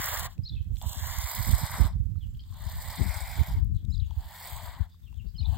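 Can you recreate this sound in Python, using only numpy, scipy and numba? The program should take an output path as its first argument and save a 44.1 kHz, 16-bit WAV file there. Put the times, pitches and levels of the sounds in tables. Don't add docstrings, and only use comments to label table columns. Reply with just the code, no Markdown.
import sys
import numpy as np
from scipy import signal
from scipy.fft import rfft, irfft
from scipy.io import wavfile
from numba import njit

SR = 44100
rng = np.random.default_rng(int(sys.argv[2]) if len(sys.argv) > 2 else 0)


def undo_db(level):
    steps = np.asarray(level, float) / 20
    return 10 ** steps


def transcribe(signal):
    frames = np.atleast_2d(signal).T
    limited = np.clip(frames, -1, 1)
    pcm = np.round(limited * 32767).astype(np.int16)
    wavfile.write(sys.argv[1], SR, pcm)


N = 245637
T = np.arange(N) / SR
EARS = np.array([[1], [-1]])


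def rms_one(x):
    return x / np.sqrt(np.mean(x ** 2) + 1e-20)


def in_time(rows):
    s, *columns = np.transpose(rows)
    return [np.interp(T, s, c) for c in columns]


def colour(x, points):
    hz, db = np.transpose(points)
    f = np.maximum(np.fft.rfftfreq(N, 1 / SR), 1)
    gain = undo_db(np.interp(np.log(f), np.log(hz), db))
    return irfft(rfft(x) * gain, N)


def drift(rate_hz):
    r = np.exp(-2 * np.pi * rate_hz / SR)
    noise = rng.standard_normal(N + SR)
    return rms_one(signal.lfilter([1], [1, -2 * r, r * r], noise)[SR:])


@njit
def swept(x, twice_r_cos, r2):
    y = np.zeros_like(x)
    for c in range(x.shape[0]):
        for i in range(2, x.shape[1]):
            y[c, i] = x[c, i] - x[c, i - 2] + twice_r_cos[i] * y[c, i - 1] - r2 * y[c, i - 2]
    return y


def resonate(x, hz, width_hz):
    r = np.exp(-np.pi * width_hz * 1.5 / SR)
    k = 2 * r * np.cos(2 * np.pi * np.minimum(hz + 0 * T, 17000) / SR)
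    return rms_one(swept(swept(x, k, r * r), k, r * r))


def notch(x, hz, width_hz, depth):
    r = np.exp(-np.pi * width_hz / SR)
    ring = swept(x, 2 * r * np.cos(2 * np.pi * (hz + 0 * T) / SR), r * r)
    return x - np.clip(depth, 0, 1) * (1 - r * r) / 2 * ring


def band_noise(noise, order, low_hz, high_hz):
    return signal.sosfilt(signal.butter(order, [low_hz, high_hz], "band", fs=SR, output="sos"), noise)


def add(out, s, burst):
    i = max(int(s * SR), 0)
    out[..., i:i + burst.shape[-1]] += burst[..., :N - i]


def motor():
    # pitch in Hz, level in dB
    lines = [(85, -57), (168, -68), (251, -82.5)]
    turns = np.cumsum(1 + 0.00617 * drift(0.73)) / SR
    return sum(undo_db(db + 3.5 + 2.8 * drift(3.6)) * np.sin(2 * np.pi * hz * turns) for hz, db in lines)


def field():
    # pitch in Hz, level in dB per Hz
    hiss = [(300, 2.5), (600, -9.5), (1000, -10), (1600, -9), (2400, -13), (3300, -10.5), (5000, -12.5),
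            (5900, -12), (7600, -12.5), (9400, -21.5), (11500, -14), (13500, -6.5), (15000, -10.5),
            (16000, -4.5)]
    # pitch in Hz, left minus right in dB
    balance = [(400, -1), (5000, 10), (6800, -7.5), (8500, -19), (9600, -7), (15000, -5.5)]
    left, right = rms_one(colour(rng.standard_normal((2, N)), hiss))
    tilt = np.array(balance)
    both = np.array([colour(left, tilt * [1, .5]), colour(right, tilt * [1, -.5])])
    return both * undo_db(-67.5 + 2.3 * drift(54))


def eddies():
    # crest in seconds, peak in dB, pitch in Hz, grit in dB against the push
    puffs = [(2.26, -23, 75.5, -30), (0.393, -17, 118, -19), (0.603, -26.5, 88, -29),
             (0.722, -19.5, 104, -20), (0.864, -17.5, 79, -23), (1.027, -20.5, 86, -24),
             (1.242, -20.5, 82, -35), (1.4, -16.5, 99, -21), (1.489, -23, 122, -2.5),
             (1.532, -8, 81.4, -23), (4.551, -33, 67.4, -40), (1.636, -15, 123, -18.5),
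             (1.807, -6, 70.6, -16.5), (1.853, -13.5, 81.6, -14), (2.003, -15.5, 100, -34),
             (3.013, -11.5, 89, -9), (3.09, -16, 76.5, -26.5), (4.103, -21, 78, -34), (3.41, -12, 101, -14),
             (3.569, -17, 87.5, -19), (3.657, -20, 72, -52), (3.761, -17, 103, -28),
             (3.839, -24.5, 87.3, -20.5), (4.022, -15.5, 98, -31), (4.174, -16.5, 79, -43),
             (4.808, -13, 90, -24.5), (5.264, -23, 60, -17), (5.435, -17, 53.7, -27.5),
             (5.492, -18, 73, -45), (5.528, -17.5, 98.5, -23)]
    # onset in seconds, peak in dB, pitch in Hz, grit in dB against the push
    lesser = [(0.029, -42, 80, -35), (0.073, -40, 80, -32), (0.118, -35, 80, -28),
              (0.162, -30.5, 76.5, -28), (0.191, -32, 80, -37), (0.221, -44, 79.4, -34),
              (0.526, -31, 83, -11), (0.558, -36, 83, -26), (0.597, -44, 82, -30), (0.648, -57, 80.4, -36),
              (0.696, -28, 88, -31), (0.963, -26, 85, -21.5), (1.087, -27.5, 77, -36),
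              (1.169, -25, 75, -45), (2.046, -25, 80, -33.5), (2.216, -28, 80.5, -44),
              (2.655, -24, 85.5, -19), (2.771, -31, 85, -20), (3.05, -22, 85, -12.5),
              (3.151, -27.5, 77, -39), (3.206, -26, 78, -25), (3.384, -14.5, 82.4, -24.5),
              (3.72, -26, 81, -34), (3.789, -38, 80.6, -14), (3.928, -27, 80, -29), (4.048, -26.5, 83, -33),
              (4.248, -33, 82, -21), (4.515, -30.5, 76, -32), (4.67, -31, 76, -44), (5.163, -26.5, 75, -30)]
    veers = [.95, .98, 2.5, 2.75, 2.9, 3.3, 3.5, 4.13, 4.3]
    lag_s, lesser_db = 0.012, 3.5
    out, t = np.zeros((2, N)), np.arange(-SR // 20, SR // 10) / SR
    grit = rms_one(band_noise(rng.standard_normal(N + SR), 2, 110, 210))
    every = [*puffs, *[(s + lag_s, db + lesser_db, hz, grit_db) for s, db, hz, grit_db in lesser]]
    for (s, db, hz, grit_db), turn in zip(every, rng.random(99)):
        cycles = hz * t
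        swell = np.exp(-(cycles / np.where(t < 0, .7, 1.1)) ** 2)
        front = np.exp(-((t + 0.0045) / 0.02) ** 2) * grit[int(s * SR):][:len(t)]
        push = swell * np.sin(2 * np.pi * (cycles - 0.18 * cycles * np.abs(cycles) + turn))
        port = 1 - np.searchsorted(veers, s) % 2
        add(out[port], s + t[0], undo_db(db) * (push + undo_db(grit_db - 3.0) * front))
    return out


def wind():
    # time in seconds, wind strength in dB, lean (left minus right) in dB
    breeze = [(0, -32.5, 3.5), (.25, -41, -6.5), (.7, -33.5, -6.5), (1.15, -41.5, -14.5), (1.45, -27, -6),
              (1.65, -34.5, 0), (1.9, -31.5, -9.5), (2.3, -39.5, -8.5), (2.55, -45.5, 12.5),
              (2.8, -35.5, -1), (3.2, -42.5, 5), (3.5, -28.5, -0.5), (3.8, -32.5, 15.5), (4.18, -40.5, 4),
              (4.4, -51, 3), (4.64, -43.5, 7), (4.9, -58.5, 14), (5.4, -37.5, 20)]
    # pitch in Hz, level in dB per Hz
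    rumble_colour = [(12, -35), (20, 20), (45, 6.5), (73, 7), (91, 5.5), (198, -14), (398, -41), (552, -52),
                     (700, -59), (910, -94), (1540, -120)]
    strength_db, lean_db = in_time(breeze)
    level_db = strength_db + lean_db * EARS / 2
    lumps = undo_db(12.9 * np.minimum([drift(16.8), drift(10.1)], 0.7))
    rumble = rms_one(colour(rng.standard_normal((2, N)) * lumps, rumble_colour))
    both = eddies() + rumble * undo_db(level_db + 4.0)
    return signal.sosfilt(signal.butter(6, 40, "high", fs=SR, output="sos"), both)


def other_birds():
    # start in seconds, length in seconds, start pitch in Hz, end pitch in Hz, level in dB
    strays = [(0.561, 0.017, 2670, 2570, -67), (0.579, .012, 2550, 2550, -69),
              (2.206, .047, 3500, 2730, -69.5), (2.272, 0.013, 6500, 7700, -91),
              (2.288, 0.031, 7800, 6940, -80.5), (2.347, 0.0052, 3020, 3460, -70),
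              (2.392, 0.0082, 3020, 3330, -63.5), (2.392, 0.0065, 5340, 3800, -69),
              (2.4, 0.01, 3400, 5400, -66), (3.878, 0.03, 6850, 6830, -84), (3.942, .012, 8000, 7400, -78),
              (4.055, 0.014, 6750, 6640, -80), (5.17, 0.012, 7500, 6700, -79),
              (5.268, 0.005, 3500, 5030, -78), (5.343, 0.029, 3260, 2930, -68.5),
              (5.407, .009, 3050, 2910, -66), (5.421, 0.024, 2550, 2350, -73)]
    # start in seconds, slide length in seconds, top pitch in Hz, level in dB
    falls = [
        (5.06, .016, 3370, -75.5),
        (5.18, .02, 3220, -72),
    ]
    rest_hz, rest_s, rest_db = 2810, 0.021, 4.5
    slides = [(s, length, hz, rest_hz, db) for s, length, hz, db in falls]
    rests = [(s + 0.83 * length, rest_s, rest_hz, .96 * rest_hz, db + rest_db) for s, length, hz, db in falls]
    return slides + rests + strays


def whistle(length, start_hz, end_hz, db):
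    u = np.linspace(0, 1, int(length * SR) + 8)
    cycles = np.cumsum(start_hz + (end_hz - start_hz) * u) / SR
    return undo_db(db + 15.5) * np.sin(np.pi * u) ** 0.43 * np.sin(2 * np.pi * cycles)


def birds():
    # start in seconds, length in seconds, start pitch in Hz, end pitch in Hz, level in dB
    songs = [(0.433, 0.022, 4830, 5330, -67), (0.452, 0.026, 3960, 4580, -57),
             (.476, .009, 4280, 3800, -56), (.4885, .004, 5300, 4600, -61), (.494, 0.0057, 4200, 3770, -53),
             (.499, 0.0094, 3820, 3450, -68), (0.52, 0.023, 3430, 3610, -64.5),
             (0.55, 0.0075, 2970, 4200, -67), (3.902, .015, 4880, 5270, -73.5),
             (3.919, 0.022, 3810, 4420, -67), (3.937, 0.0041, 4530, 5050, -68),
             (3.94, .014, 4300, 3600, -61), (3.956, .005, 5300, 4300, -67), (3.965, 0.012, 3530, 3520, -74),
             (3.976, 0.0064, 5150, 4450, -68), (3.991, .01, 3350, 3400, -77),
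             (3.999, .006, 3550, 4200, -59.5), (4.008, 0.01, 3670, 3000, -74),
             (5.362, 0.018, 4830, 5200, -72.5), (5.381, .02, 4300, 4240, -57.5),
             (5.396, 0.0049, 4350, 4970, -66), (5.4, 0.0095, 4280, 3700, -59.5),
             (5.4135, 0.0043, 5260, 4500, -69), (5.425, .008, 3500, 4100, -65),
             (5.433, .004, 5300, 4600, -70), (5.445, 0.018, 3530, 3590, -62.5),
             (5.4547, 0.0065, 3720, 4130, -55), (5.462, 0.0089, 3850, 3500, -64)]
    # start in seconds, length in seconds, start pitch in Hz, end pitch in Hz, level in dB
    chatter = [(2.162, 0.048, 4300, 3940, -88), (2.192, 0.065, 3530, 2820, -88),
               (2.345, 0.012, 2980, 5170, -80), (2.40, 0.055, 4830, 3570, -83),
               (3.745, 0.037, 4000, 4000, -79.5), (3.765, 0.051, 3590, 3420, -78.5),
               (3.895, 0.059, 7440, 6940, -81), (4.008, 0.048, 3250, 2770, -76),
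               (4.03, 0.049, 3420, 3590, -77.5), (4.89, 0.071, 3630, 3680, -83.5),
               (4.895, .06, 4800, 4750, -86), (5.025, 0.037, 3650, 3460, -83.5),
               (5.145, 0.047, 3460, 3530, -82), (5.262, 0.046, 4430, 4980, -79),
               (5.26, 0.04, 3650, 4200, -84), (.55, 0.076, 3560, 3030, -76.5)]
    near, far, hoarse = np.zeros((3, N))
    for s, *note in chatter:
        add(hoarse, s, whistle(*note))
    for s, *note in other_birds():
        add(near if note[-1] > -61 else far, s, whistle(*note))
    for s, *note in songs:
        add(near, s, whistle(*note))
    near = near * undo_db(1.6 * drift(300))
    far = far * (0.75 + 0.35 * drift(200) + .15 * drift(600))
    far = far + 1.24 * hoarse * drift(266)
    t = T[:SR // 3]
    echoes = rng.standard_normal((2, len(t))) * undo_db(-60 * t / 0.36) * (t > .004)
    wet = undo_db(-41) * near + undo_db(-37) * far
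    return (near + 0.63 * far) * undo_db(.5 * EARS) + signal.fftconvolve(wet[None], echoes, axes=1)[:, :N]


def ticks():
    # start in seconds, peak in dB, centre in Hz, left minus right in dB
    rustles = [(0.38, -59.5, 2600, 25), (0.655, -67, 2030, 8), (0.759, -47, 4100, 7),
               (0.7694, -40.5, 3400, 4), (0.815, -35.5, 3420, 6), (2.438, -50.5, 3560, -1),
               (2.507, -64, 3700, 11), (3.851, -49.5, 3750, 10), (5.127, -55, 2760, 1),
               (5.143, -54, 3370, 11), (2.525, -51.5, 3440, 0), (4.108, -46, 3300, 2), (.62, -58, 3980, -2)]
    out, t = np.zeros((2, N)), T[:SR // 20]
    for s, db, hz, pan_db in rustles:
        crackle = band_noise(rng.standard_normal((2, len(t))), 2, hz * 0.96, 9000)
        tick = undo_db(-60 * t / 0.012) * (np.sin(2 * np.pi * hz * t) + 0.84 * crackle)
        add(out, s, undo_db(db - 2.5 + pan_db * EARS / 2) * tick)
    return out


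def drops():
    # start in seconds, peak in dB, ring in Hz
    knocks = [(0.816, -31, 820), (.828, -40, 940), (.835, -30, 870), (.844, -37, 800), (2.157, -50.5, 1250),
              (2.525, -44.5, 1050), (4.11, -35.5, 890), (4.944, -51.5, 1110), (5.127, -50, 980),
              (5.145, -57, 708)]
    out, t = np.zeros((2, N)), T[:SR // 20]
    for s, db, hz in knocks:
        knock = undo_db(-60 * t / 0.013) * np.minimum(t / 0.0018, 1) * np.sin(2 * np.pi * hz * t)
        add(out, s, undo_db(db) * knock * np.ones((2, 1)))
    return out


def spits():
    # start in seconds, peak in dB, ring in Hz
    snaps = [(0.177, -29, 7650), (1.186, -27.5, 13350), (1.216, -31, 12400), (1.315, -30, 12600),
             (1.352, -27, 12200), (1.4321, -28.5, 13000), (1.4581, -28, 13700), (1.513, -25.5, 13000),
             (3.6461, -50, 14500), (3.7494, -56, 7610), (3.7654, -51, 8160),
             (0.0593, -24.5, 12600), (0.195, -21.5, 12900), (1.2723, -32, 13800), (1.3033, -41, 13400),
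               (1.5246, -30, 8140), (1.5507, -26, 7750), (1.6544, -30, 13500), (1.6644, -27.5, 7900),
               (1.7147, -30.5, 13600), (2.96, -34, 8140), (3.1694, -34, 14200), (3.364, -39, 6900),
               (4.2577, -47, 12800), (4.4727, -31.5, 14600)]
    out, t = np.zeros((2, N)), T[:SR // 50]
    for s, db, hz in snaps:
        noise = rng.standard_normal((2, len(t)))
        noise = noise[0] + .3 * noise
        crackle = band_noise(noise, 1, .8 * hz, min(1.15 * hz, 16000))
        add(out, s, undo_db(db + 0.5 - 4.1 * EARS) * undo_db(-60 * t / 0.013) * crackle)
    return out


def squeezes():
    # time in seconds, flow in dB, jet sharpness in dB
    squirts = [
        [(0, -46.5, 3.5), (.08, -42.5, -0.5), (.262, -44.5, -2.5), (.282, -52.5, -16), (.295, -61.5, -9),
         (.33, -68, 1.5)],
        [(.76, -77, 9.5), (.812, -78.5, 17), (.825, -53.5, -0.5), (.85, -50.5, -10.5), (.866, -58, 6),
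         (1.06, -49, 2.5), (1.5, -48.5, 5), (1.75, -44.5, -4), (1.87, -48, -5)],
        [(2.47, -79, 2), (2.55, -62, -3), (2.63, -56, -4.5), (2.77, -56.5, 1.5), (2.92, -50, 0),
         (3.05, -50, -2), (3.4, -50, 0), (3.5, -53, -1), (3.59, -61, -6)],
        [(4.09, -73.5, -5.5), (4.22, -57.5, -10), (4.4, -55, 0.5), (4.48, -49, -3.5), (4.57, -52.5, -2),
         (4.68, -51, -9), (4.84, -60.5, -11.5)],
        [(5.38, -77.5, -12), (5.5, -56, -10.5), (5.56, -51.5, -10.5)],
    ]
    silence_db, start_s, release_db_per_s = -101.5, 0.068, 292
    dull_s, dull_db = .04, -7
    rows, late_db = [], np.zeros(N)
    for squirt in squirts:
        (start, _, first), (end, end_db, last) = squirt[0], squirt[-1]
        rows += [(start - start_s, silence_db, first), *squirt]
        rows.append((end + dull_s, end_db - release_db_per_s * dull_s, last + dull_db))
        rows.append((end + (end_db - silence_db) / release_db_per_s, silence_db, last))
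    for squirt in squirts[1:]:
        age = (T - squirt[0][0]) / .27
        late_db += -14 * np.clip(1 - age ** 2, 0, 1) * (age > -.5)
    return *in_time(rows), late_db


def common_gaps(jet, wall_hz):
    # time in seconds, pitch in Hz, depth 0-1
    gap = [(.1, 5300, .8), (.2, 5200, .8), (.23, 4900, 1), (.27, 4900, .6), (.82, 4700, .8), (.85, 4750, 1),
           (.885, 4750, .55), (.93, 4800, 1), (.975, 4750, .5), (1.02, 4700, 1), (1.1, 5400, 1),
           (1.3, 5900, 1), (1.8, 6000, 1), (1.9, 6000, .5), (2.5, 5700, .5), (2.68, 5800, .75),
           (3.0, 6100, .65), (3.5, 6100, .5), (3.7, 6100, .4), (4.15, 5600, .95), (4.3, 5900, .7),
           (4.4, 6200, .9), (4.47, 6000, .5), (4.56, 5900, .95), (4.7, 5800, .7)]
    # time in seconds, depth 0-1
    upper_gap = [(1.0, .8), (1.1, .5), (1.22, 1), (1.45, 1), (1.55, .55), (5.5, .5)]
    # time in seconds, depth 0-1
    low_gap = [(0, .2), (.3, .5), (.85, .7), (1.2, .85), (1.45, 1), (1.75, .95), (1.9, .7), (2.6, .9),
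               (2.97, .95), (3.05, .4), (3.3, .7), (3.6, .7), (4.2, .4), (4.6, .4), (4.8, .8)]
    wobble, spread_hz = .025, 200
    alike = jet.mean(axis=0, keepdims=True)
    gap_hz, depth = in_time(gap)
    gap_hz = gap_hz * (1 + wobble * drift(9.0))
    depth = depth * np.clip(1.05 + .25 * drift(18), .5, 1)
    left_over = notch(alike, gap_hz - spread_hz, width_hz=1200, depth=depth)
    left_over = notch(left_over, gap_hz + spread_hz, width_hz=1200, depth=depth)
    low_hz = 2630 + .6 * (wall_hz - 2000)
    left_over = notch(left_over, low_hz, width_hz=420, depth=in_time(low_gap)[0])
    upper_hz = 11100 * (1 + wobble * drift(8.0))
    left_over = notch(left_over, upper_hz, width_hz=1100, depth=in_time(upper_gap)[0])
    return jet - alike + left_over


def jets():
    # time in seconds, right port lead in samples, spray shadow (left minus right) in dB
    bearing = [(.1, 4.3, -5.5), (.9, 4.6, -1.5), (1.15, 5.1, -3), (1.35, 1.7, -5), (1.8, 1.44, 3),
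               (2.6, 1.3, 4.5), (3.5, 0.45, 1.5), (4.5, 0.65, 8.5)]
    # time in seconds, air ring in Hz, wall ring in Hz, spray top in Hz
    rings = [(0, 1170, 1940, 12900), (.3, 1025, 1860, 12700), (.85, 970, 1700, 14300),
             (1.2, 1030, 2010, 13500), (1.5, 980, 2020, 13350), (1.9, 1010, 2020, 13150),
             (2.55, 1020, 1840, 13800), (3.0, 967, 2030, 13800), (3.3, 840, 2160, 14300),
             (3.6, 916, 2080, 14000), (4.15, 860, 1680, 13600), (4.5, 984, 2110, 13400),
             (5.57, 855, 1430, 13900)]
    # time in seconds, low splash in Hz, high splash in Hz, mist in Hz
    slides = [(0, 3080, 4630, 7650), (.82, 3140, 3960, 7800), (1.0, 3320, 4170, 7730),
              (1.11, 3160, 4440, 7630), (1.3, 3700, 4860, 7480), (1.55, 3720, 4860, 8070),
              (1.9, 3600, 5230, 8070), (2.6, 3450, 4350, 7500), (2.8, 3570, 4700, 8050),
              (3.25, 3800, 5000, 8430), (3.45, 3300, 4860, 7030), (4.2, 3040, 4430, 7630),
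              (4.5, 3380, 4680, 8100), (5.5, 3060, 4400, 7000)]
    # time in seconds, level in dB
    wall_share = [(0, 3), (.3, -2), (.85, 0), (1.1, 1), (1.5, -0.5), (1.9, -2), (2.6, 6), (2.9, 1),
                  (3.15, 2), (3.6, -2.5), (4.15, 8.5), (4.37, 1), (4.6, -4), (4.85, 1.5), (5.5, 0.5)]
    # time in seconds, level in dB
    rim_share = [(0, 7), (.3, -0.5), (.85, 4.5), (1.4, 1), (1.9, 1), (2.6, 6), (2.95, -9), (3.1, 4.5),
                 (3.3, 1.5), (3.6, 1), (4.15, 7), (4.5, -6), (4.85, 1.5), (5.5, 0)]
    # width in Hz, level in dB, left minus right in dB, left-right likeness 0-1
    air_ring = (240, 0.048, 2.25, 1.18)
    wall_ring = (356, 1.6, 1.4, 0.96)
    splashes = [
        (910, 0, 2.5, 0.59),
        (770, -5.5, 1.5, 0.63),
    ]
    mist = (600, -6.5, -12, 0.6)
    spray_top = (1152, -1, -4, 0.3)
    # pitch in Hz, width in Hz, level in dB, left minus right in dB, likeness 0-1
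    bowl_base = (662, 213, -6.5, 1, 1)
    rim = (1518, 309, -4.5, 6, 0.03)
    spray_modes = [
        (6850, 2980, -1.5, -2.5, 0.95),
        (10020, 1160, -11.5, -6, 0.92),
        (11200, 2000, -22, -29, 0.88),
    ]
    port_ring = (8065, 817, -11.5, -13, 0)
    fizz = (15487, 708, -4, -27, -0.5)

    air_db, spray_db, late_db = squeezes()
    wall_db = -1.5 + 0.29 * spray_db + late_db + in_time(wall_share)[0]
    splash_db = -2.5 + 0.59 * spray_db + 0.18 * (air_db.max() - air_db)
    rim_db = late_db + in_time(rim_share)[0] - 2.5
    air_hz, wall_hz, top_hz = in_time(rings)
    low_hz, high_hz, mist_hz = in_time(slides)
    lag, shadow_db = in_time(bearing)
    port_db = .4 * shadow_db
    fizz_db = -26 + 3.6 * np.minimum(np.abs(shadow_db), 6)

    sputter = 1.0 * drift(12.0) + 1.8 * drift(100) + 2.23 * drift(550)
    big_drops = undo_db(4.3 * np.minimum(rng.exponential(1, N), 3.5)) * (rng.random(N) < 300 / SR)
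    direct = rng.standard_normal(N) * (1 + .5 * big_drops)
    scattered = rng.standard_normal((2, N)) * (1 + 0.97 * big_drops)
    fine = signal.resample_poly(direct, 8, 1)

    def shifted(samples):
        return fine[np.clip(8 * (np.arange(N) + samples), 0, 8 * N - 1).astype(int)]
    late = shifted(lag)
    beside = shifted(.4 * lag)

    def band(hz, width_hz, db, pan_db, alike, grain=0.97, right=late):
        share = np.clip(alike, 0, 1)
        struck = np.sqrt(share) * np.array([direct, right]) + np.sqrt(1 - share) * scattered
        x = resonate(struck, hz, width_hz)
        return x * undo_db(db + pan_db * EARS / 2 + grain * sputter + 1.8 * drift(41))

    air = band(air_hz, *air_ring, grain=0.048, right=beside)
    air = air - band(*bowl_base, grain=0.84, right=beside) * undo_db(0.096 * late_db)
    air = air - band(*rim, grain=0.3) * undo_db(rim_db)
    wall = band(wall_hz, *wall_ring, grain=0.12, right=beside)
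    splash = band(low_hz, *splashes[0], grain=0.028, right=beside) - band(high_hz, *splashes[1], grain=1.0)
    top = sum(band(*mode) for mode in spray_modes[1:])
    top = top - band(top_hz, *spray_top, right=direct) + band(*fizz) * undo_db(fizz_db)
    top = top * undo_db(shadow_db * EARS / 2 + 0.46 * np.minimum(spray_db + 7.0, 0))
    spray = top - band(*port_ring, right=direct) * undo_db(port_db)
    spray = spray + band(*spray_modes[0]) - band(mist_hz, *mist, right=direct)
    jet = undo_db(air_db) * (air + undo_db(wall_db) * wall + undo_db(splash_db) * splash + undo_db(spray_db) * spray)
    jet[:1] = notch(jet[:1], 8600 * (1 + .03 * drift(6.0)), width_hz=700, depth=.6)
    return common_gaps(jet, wall_hz)


def scene():
    return motor() + field() + wind() + birds() + ticks() + drops() + spits() + jets()


def band_limit(x):
    return signal.sosfilt(signal.butter(12, 16400, fs=SR, output="sos"), x)


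def record(dry):
    cut = irfft(rfft(dry) * (np.fft.rfftfreq(N, 1 / SR) < 15830), N)
    return band_limit(cut)


dry = scene()
out = record(dry)
transcribe(out)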